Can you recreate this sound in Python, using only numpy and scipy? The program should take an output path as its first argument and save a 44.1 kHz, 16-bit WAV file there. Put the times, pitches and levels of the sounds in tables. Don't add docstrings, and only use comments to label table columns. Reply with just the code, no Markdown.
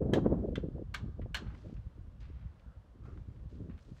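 import sys
import numpy as np
from scipy import signal
from scipy.fft import rfft, irfft, next_fast_len
from scipy.io import wavfile
from scipy.ndimage import map_coordinates

SR = 44100
rng = np.random.default_rng(int(sys.argv[2]) if len(sys.argv) > 2 else 0)


def bounce(signal):
    frames = np.transpose(np.atleast_2d(signal))
    limited = np.clip(frames, -1, 1)
    pcm = np.round(limited * 32767).astype(np.int16)
    wavfile.write(sys.argv[1], SR, pcm)


N = 4 * SR


def amp(db):
    return 10 ** (np.asarray(db) / 20)


def unit(x):
    return x / np.sqrt(np.mean(x ** 2) + 1e-20)


def along(points, hz):
    freqs, values = np.transpose(points)
    return np.interp(np.log(hz + 1), np.log(freqs + 1), values)


def curve(rows):
    return np.interp(np.arange(N) / SR, *np.transpose(rows))


def wobble(rate):
    values = rng.standard_normal(int(N * rate / SR) + 4)
    return map_coordinates(values, [np.arange(N) * rate / SR])


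def hump(hz, centre_hz, octaves):
    return np.exp(-.5 * (np.log2((hz + 1) / centre_hz) / octaves) ** 2)


def filtered(x, response):
    size = next_fast_len(len(x) + SR // 10)
    return irfft(rfft(x, size) * response(np.fft.rfftfreq(size, 1 / SR)), size)[:len(x)]


def noise(response, size=N):
    return unit(filtered(rng.standard_normal(size), response))


def dying(t, t60):
    return np.exp(-np.log(1000) * t / t60)


def fading(x, t60s):
    hz, t, spectrum = signal.stft(x, SR, nperseg=256)
    decay = amp(-60 * t / along(t60s, hz)[:, None])
    return signal.istft(spectrum * decay, SR, nperseg=256)[1][:len(x)]


def add(out, start, x):
    part = out[max(round(start * SR), 0):][:len(x)]
    part += x[:len(part)]


def swelling(rows, octaves):
    out, t = np.zeros(N), np.arange(-SR // 5, SR // 5) / SR
    for when, db, hz, width in rows:
        bell = np.exp(-.5 * (t / width) ** 2)
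        band = noise(lambda f: hump(f, hz, octaves), len(t))
        burst = unit(bell * band) * np.sqrt(np.mean(bell ** 2))
        add(out, when + t[0], amp(db) * burst[t >= -when])
    return out


def tree_hiss():
    # (frequency [Hz], relative level [dB])
    tone = [(290, -26.5), (500, 2), (792, -6), (851, -6), (954, -5.5), (1220, -6.5), (1310, -9.5),
            (1580, -10), (2260, -18.5), (3010, -18), (15500, -40.5)]
    return noise(lambda hz: amp(along(tone, hz))) * amp(-72 + .34 * wobble(3.7))


def wind():
    # (time [s], level [dB])
    rumble_levels = [(0.0, -40.5), (0.19, -34.5), (0.23, -41), (0.27, -33), (0.48, -43), (0.49, -40.5),
                     (1.01, -46.5), (1.04, -40), (1.18, -47), (1.2, -41), (1.34, -46.5), (1.38, -51),
                     (1.47, -42), (1.64, -54.5), (1.67, -42), (1.7, -64), (1.78, -33.5), (1.84, -57.5),
                     (1.87, -38), (1.9, -56), (1.98, -47), (2.07, -49.5), (2.37, -44), (2.38, -57),
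                     (2.46, -42), (2.48, -49.5), (2.61, -60), (2.71, -46), (2.75, -68), (2.77, -46),
                     (2.86, -65), (3.06, -44.5), (3.22, -43.5), (3.25, -58), (3.29, -47), (3.33, -54),
                     (3.48, -47.5), (3.5, -58), (3.62, -40.5), (3.7, -57), (3.73, -45.5), (3.81, -61),
                     (3.92, -45.5), (4.0, -54)]
    buffet_levels = [(0, -48.5), (.02, -32), (.075, -38), (.11, -32.5), (.16, -29.5), (.19, -28),
                     (.22, -36.5), (.262, -30.5), (.295, -34.5), (.325, -29), (.35, -32.5), (.4, -34),
                     (.445, -36.5), (.47, -44.5), (.49, -40), (.56, -42), (.61, -48), (.64, -39),
                     (.68, -45.5), (.72, -49), (.755, -47.5), (.78, -41.5), (.79, -39), (.825, -53.5),
                     (.85, -62), (.95, -56.5), (1.07, -46), (1.14, -62.5), (1.19, -45), (1.27, -52.5),
                     (1.33, -60.5), (1.43, -46), (1.49, -57.5), (1.54, -56), (1.63, -63.5), (1.66, -46),
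                     (1.73, -51), (1.81, -68.5), (2, -60.5), (2.3, -64.5), (2.55, -69.5), (2.9, -70.5),
                     (3, -56), (3.09, -56.5), (3.17, -53.5), (3.23, -66), (3.3, -57.5), (3.41, -59),
                     (3.5, -65), (3.53, -53), (3.61, -49), (3.69, -49), (3.78, -62.5), (3.86, -67.5),
                     (3.9, -50), (3.95, -66), (4, -76)]
    # (frequency [Hz], relative level [dB])
    rumble_tone = [(20, -28.5), (32, -4), (45, -4.5), (60, 1.5), (90, -3.5), (130, -10.5), (200, -20.5),
                   (400, -49.5), (900, -88.5)]
    gust_tone = [(40, -23), (100, -2), (170, 6.5), (300, 1.5), (450, -5), (650, -11.5), (900, -33),
                 (1300, -45), (2200, -70), (5000, -71)]
    breeze_tone = [(50, -15), (120, -2), (190, 0), (300, -5), (430, -12), (600, -23), (850, -42),
                   (1500, -70), (4000, -100)]
    tear_tone = [(300, -20.5), (700, -1.5), (1000, -7), (1400, -16), (2200, -31), (5000, -60)]
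    gust_from_db, gust_full_db, gust_eases_s = -53.5, -31.5, 1.7
    level_db, t = curve(buffet_levels), np.arange(N) / SR
    rumble = noise(lambda hz: amp(along(rumble_tone, hz)))
    rumble *= amp(curve(rumble_levels) + .5 + 1.16 * wobble(18))
    gust_share = np.clip((level_db - gust_from_db) / (gust_full_db - gust_from_db), 0, 1)
    gust_share *= np.exp(-(t / gust_eases_s) ** 2)
    gust = noise(lambda hz: amp(along(gust_tone, hz)))
    breeze = noise(lambda hz: amp(along(breeze_tone, hz)))
    buffet = (np.sqrt(gust_share) * gust + np.sqrt(1 - gust_share) * breeze) * amp(level_db - 1)
    flutter = unit(amp(3.5 * wobble(70)))
    tear_db = gust_full_db - 21 + 2.7 * (level_db - gust_full_db)
    tear = noise(lambda hz: amp(along(tear_tone, hz))) * amp(tear_db)
    return rumble + flutter * (buffet + tear)


def whooshes():
    # (time [s], level [dB], pitch [Hz], half length [s])
    swells = [(.017, -32.5, 400, 0.0086), (.056, -36, 374, 0.012), (.095, -43.5, 443, 0.009),
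              (.165, -34, 427, 0.015), (.264, -32.5, 523, .004), (.3245, -28.5, 526, .004),
              (.447, -34, 405, .011), (.487, -36.5, 406, 0.0051), (.53, -41.5, 385, 0.005),
              (.581, -38, 390, 0.0059), (.637, -39, 437, 0.0047), (.66, -44.5, 365, 0.0061),
              (.792, -45, 400, 0.0085), (.822, -45, 405, 0.0061), (1.197, -48, 485, 0.0043),
              (1.262, -54.5, 480, 0.0053), (1.655, -56, 453, 0.0094), (3.087, -58, 446, 0.012),
              (3.605, -55.5, 400, 0.0047), (3.645, -56, 400, 0.0042)]
    return swelling(swells, octaves=.37)


def eddies():
    # (time [s], relative level [dB], pitch [Hz])
    whirls = [(0.135, -11.5, 233), (0.143, -14.5, 200), (0.16, -16.5, 335), (0.169, -21, 305),
              (0.1831, -17.5, 220), (0.2587, -27, 198), (.264, -13, 332), (0.266, -22.5, 218),
              (0.3236, -16, 257), (0.3274, -16, 200), (.336, -21.5, 182.6), (.459, -31.5, 373),
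              (.486, -25, 259), (0.581, -17, 200), (.687, -23, 190), (.783, -33, 373), (0.824, -27, 220),
              (.89, -40, 81.4), (1.036, -28, 75), (1.061, -33.5, 177), (1.197, -29, 292), (1.261, -34, 367),
              (1.309, -30.5, 98), (1.448, -33, 159), (1.472, -31, 110), (1.488, -28, 79), (1.66, -36, 302),
              (1.698, -35.5, 300), (1.729, -29.5, 175.6), (1.779, -30, 68), (1.866, -37, 130),
              (2.302, -37.5, 212), (2.456, -32, 78), (2.666, -39, 114), (3.085, -37.5, 214),
              (3.286, -38.5, 171), (3.461, -32, 93), (3.53, -37.5, 216), (3.606, -30, 200),
              (3.674, -38, 255), (3.627, -32, 91), (3.921, -34, 153)]
    out, t = np.zeros(N), np.arange(N) / SR
    for (when, db, hz), phase in zip(whirls, rng.random(len(whirls))):
        near = np.abs(t - when) * hz < 10
        smoothness = 2.94 * np.exp(-.022 * (db + 30))
        passage = 2 * np.pi * hz * (t[near] - when) / smoothness
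        swing = np.exp(2j * np.pi * phase) / (1 - 1j * passage) ** (smoothness + 1)
        out[near] += amp(db - 4) * swing.real
    return out


def scrapes():
    # (time [s], level [dB], pitch [Hz], half length [s])
    swells = [(3.08, -67.5, 1270, .04), (2.7, -74.5, 1400, .04), (4.3, -74, 1450, .035)]
    return swelling(swells, octaves=.2)


def carrying():
    # (time [s], level [dB], pitch [Hz], fade time [s])
    taps = [(1.217, -59.5, 1700, 0.1), (1.466, -60.5, 1400, 0.15), (1.502, -59.5, 1170, 0.16),
            (1.548, -53, 1450, 0.027), (1.7408, -66.5, 3600, 0.025), (1.766, -65, 1800, 0.077),
            (2.206, -70, 3800, 0.13), (2.596, -69.5, 2790, 0.039), (3.056, -63.5, 1200, 0.15),
            (3.112, -79, 2000, 0.04), (3.174, -60.5, 1440, 0.037), (3.361, -67, 1660, 0.025),
            (3.394, -71, 1700, 0.036), (3.697, -61.5, 1480, 0.059), (3.710, -67.5, 1690, 0.12),
            (3.778, -63, 2060, .05), (3.791, -65, 2140, 0.031), (3.9665, -63, 1660, 0.029),
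            (3.983, -63, 1800, 0.041)]
    # (time [s], level [dB], pitch [Hz], rise time [s], fade time [s])
    scuffs = [(1.41, -67, 1500, 0.011, 1.74), (1.531, -71.5, 4500, 0.039, 1.05),
              (2.2, -71, 3600, 0.0028, 0.17), (2.205, -65, 1950, 0.015, 0.63),
              (2.331, -67.5, 1300, 0.047, 1.16), (3.02, -71, 1170, 0.02, 1.8),
              (3.034, -82.5, 5500, 0.0072, 1.9), (3.489, -73.5, 3820, 0.01, 0.66),
              (3.699, -66, 1490, 0.034, 0.48), (3.77, -73.5, 5200, 0.041, 1.2), (3.94, -72, 5560, .03, 1.2)]
    out, t, dull_hz = np.zeros(N), np.arange(SR) / SR, 8000

    def rustle(hz, octaves):
        return noise(lambda f: hump(f, hz, octaves) / np.sqrt(f + 1) / (1 + (f / dull_hz) ** 4), SR)

    for start, db, hz, t60 in taps:
        add(out, start, amp(db) * rustle(hz, octaves=.75) * dying(t, t60))
    for start, db, hz, rise, t60 in scuffs:
        grit = unit(rustle(hz, octaves=1) * amp(2 * wobble(250)[:SR]))
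        add(out, start, amp(db) * grit * (1 - np.exp(-t / rise)) * dying(t, t60))
    return out


def tree_echo(x):
    # (frequency [Hz], fade time [s])
    fade_times = [(500, 2.4), (2000, .4), (6000, .74), (12000, .42)]
    tail = fading(noise(lambda hz: 1 / (1 + hz / 8000), SR), fade_times)
    return amp(-23) * signal.fftconvolve(x, tail / np.linalg.norm(tail))[:N]


def bucket_knocks():
    # (time [s], level [dB],
    # treble boost [dB], upper limit [Hz], tail boost [dB], five pitches the struck spot favours [Hz])
    contacts = [(.1352, -32.5, 3, 19000, -1, 1700, 1960, 3100, 3230, 3830),
                (.5555, -39, -6, 9500, -4, 1380, 1590, 2020, 3170, 3490),
                (.9412, -41, -3, 17000, -1, 1030, 1560, 2780, 3470, 4300),
                (.945, -33.5, 0, 17000, -1.5, 1030, 1230, 1580, 2080, 2250),
                (1.3446, -31.5, 1, 19000, 0, 1520, 1670, 2700, 2940, 4260),
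                (1.351, -36.5, 1, 17000, 0, 1370, 1700, 2190, 3200, 3490),
                (1.3685, -40.5, 0, 15000, 0, 1025, 1510, 1800, 2840, 3490)]
    # (pitch [Hz], relative level [dB], fade time [s])
    trough_notes = [(931, -5, .2), (1025, -6, .3), (1230, -4, .18), (1375, -5, .18), (1513, -3, .2),
                    (1582, -2, .2), (1680, -1, .2), (1801, -2, .2), (2184, -3, .16), (2700, -1, .19),
                    (2841, -2, .22), (3172, -1, .19), (3490, -2, .19), (4266, -4, .14)]
    # (frequency [Hz], relative level [dB])
    clatter_tone = [(150, -19.5), (450, -6.5), (800, -7.5), (1100, -4.5), (1700, 2), (2450, -5), (3200, -3),
                    (4300, -9), (4850, -15), (6800, -17), (9000, -30), (12000, -31), (15500, -27.5)]
    # (frequency [Hz], fade time [s])
    clatter_fades = [(600, 0.4), (1800, 0.12), (4000, 0.15), (8000, 0.15), (14000, 0.043)]
    click_hz, rise_s = 2300, .0006
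    lowest_hz = 750
    out, t = np.zeros(N), np.arange(SR // 2) / SR
    sine = lambda hz: np.sin(2 * np.pi * (hz * t + rng.random()))
    for start, db, treble_db, top_hz, tail_db, *favoured_hz in contacts:
        def colour(hz, spot_db):
            treble = amp(treble_db * along([(3000, .047), (10000, 1)], hz))
            spot = amp(spot_db * sum(hump(hz, f, octaves=.044) for f in favoured_hz))
            return treble * spot / np.sqrt(1 + (hz / top_hz) ** 10 + (lowest_hz / (hz + 1)) ** 4)

        hit_colour = lambda hz: colour(hz, spot_db=7)
        tail_colour = lambda hz: colour(hz, spot_db=2.1)
        crack = noise(lambda hz: amp(along(clatter_tone, hz)) * hit_colour(hz), len(t))
        click = noise(lambda hz: hump(hz, click_hz, octaves=1.2) * hit_colour(hz), len(t))
        clatter = noise(lambda hz: amp(along(clatter_tone, hz)) * tail_colour(hz), len(t))
        ring = sum(amp(level + rng.normal(0, .67)) * tail_colour(hz) * dying(t, t60) * sine(hz)
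                   for hz, level, t60 in trough_notes)
        clack = sum(amp(-np.log2(hz / click_hz)) * sine(hz) for hz in favoured_hz)
        hit = amp(-2) * click * dying(t, t60=.017)
        hit += amp(-3.5) * crack * dying(t, t60=.042)
        hit += amp(-6.5) * clack * dying(t, t60=.052)
        tail = amp(-6.5) * fading(clatter, clatter_fades) + amp(-24.5) * ring
        add(out, start, amp(db) * (1 - np.exp(-t / rise_s)) * (hit + amp(tail_db) * tail))
    return out


def scene():
    knocks = bucket_knocks()
    walking = carrying() + scrapes()
    buffeting = wind() + whooshes() + eddies()
    return (knocks + tree_echo(knocks) + walking + buffeting + tree_hiss())[None]


def record(dry):
    fade_in_s, low_cut_hz, top_hz = .008, 33, 15800
    faded_in = dry[0] * np.minimum(np.arange(N) / SR / fade_in_s, 1)
    return filtered(faded_in, lambda hz: (hz < top_hz) / np.sqrt(1 + (low_cut_hz / (hz + 1)) ** 8))[None]


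dry = scene()
out = record(dry)
bounce(out)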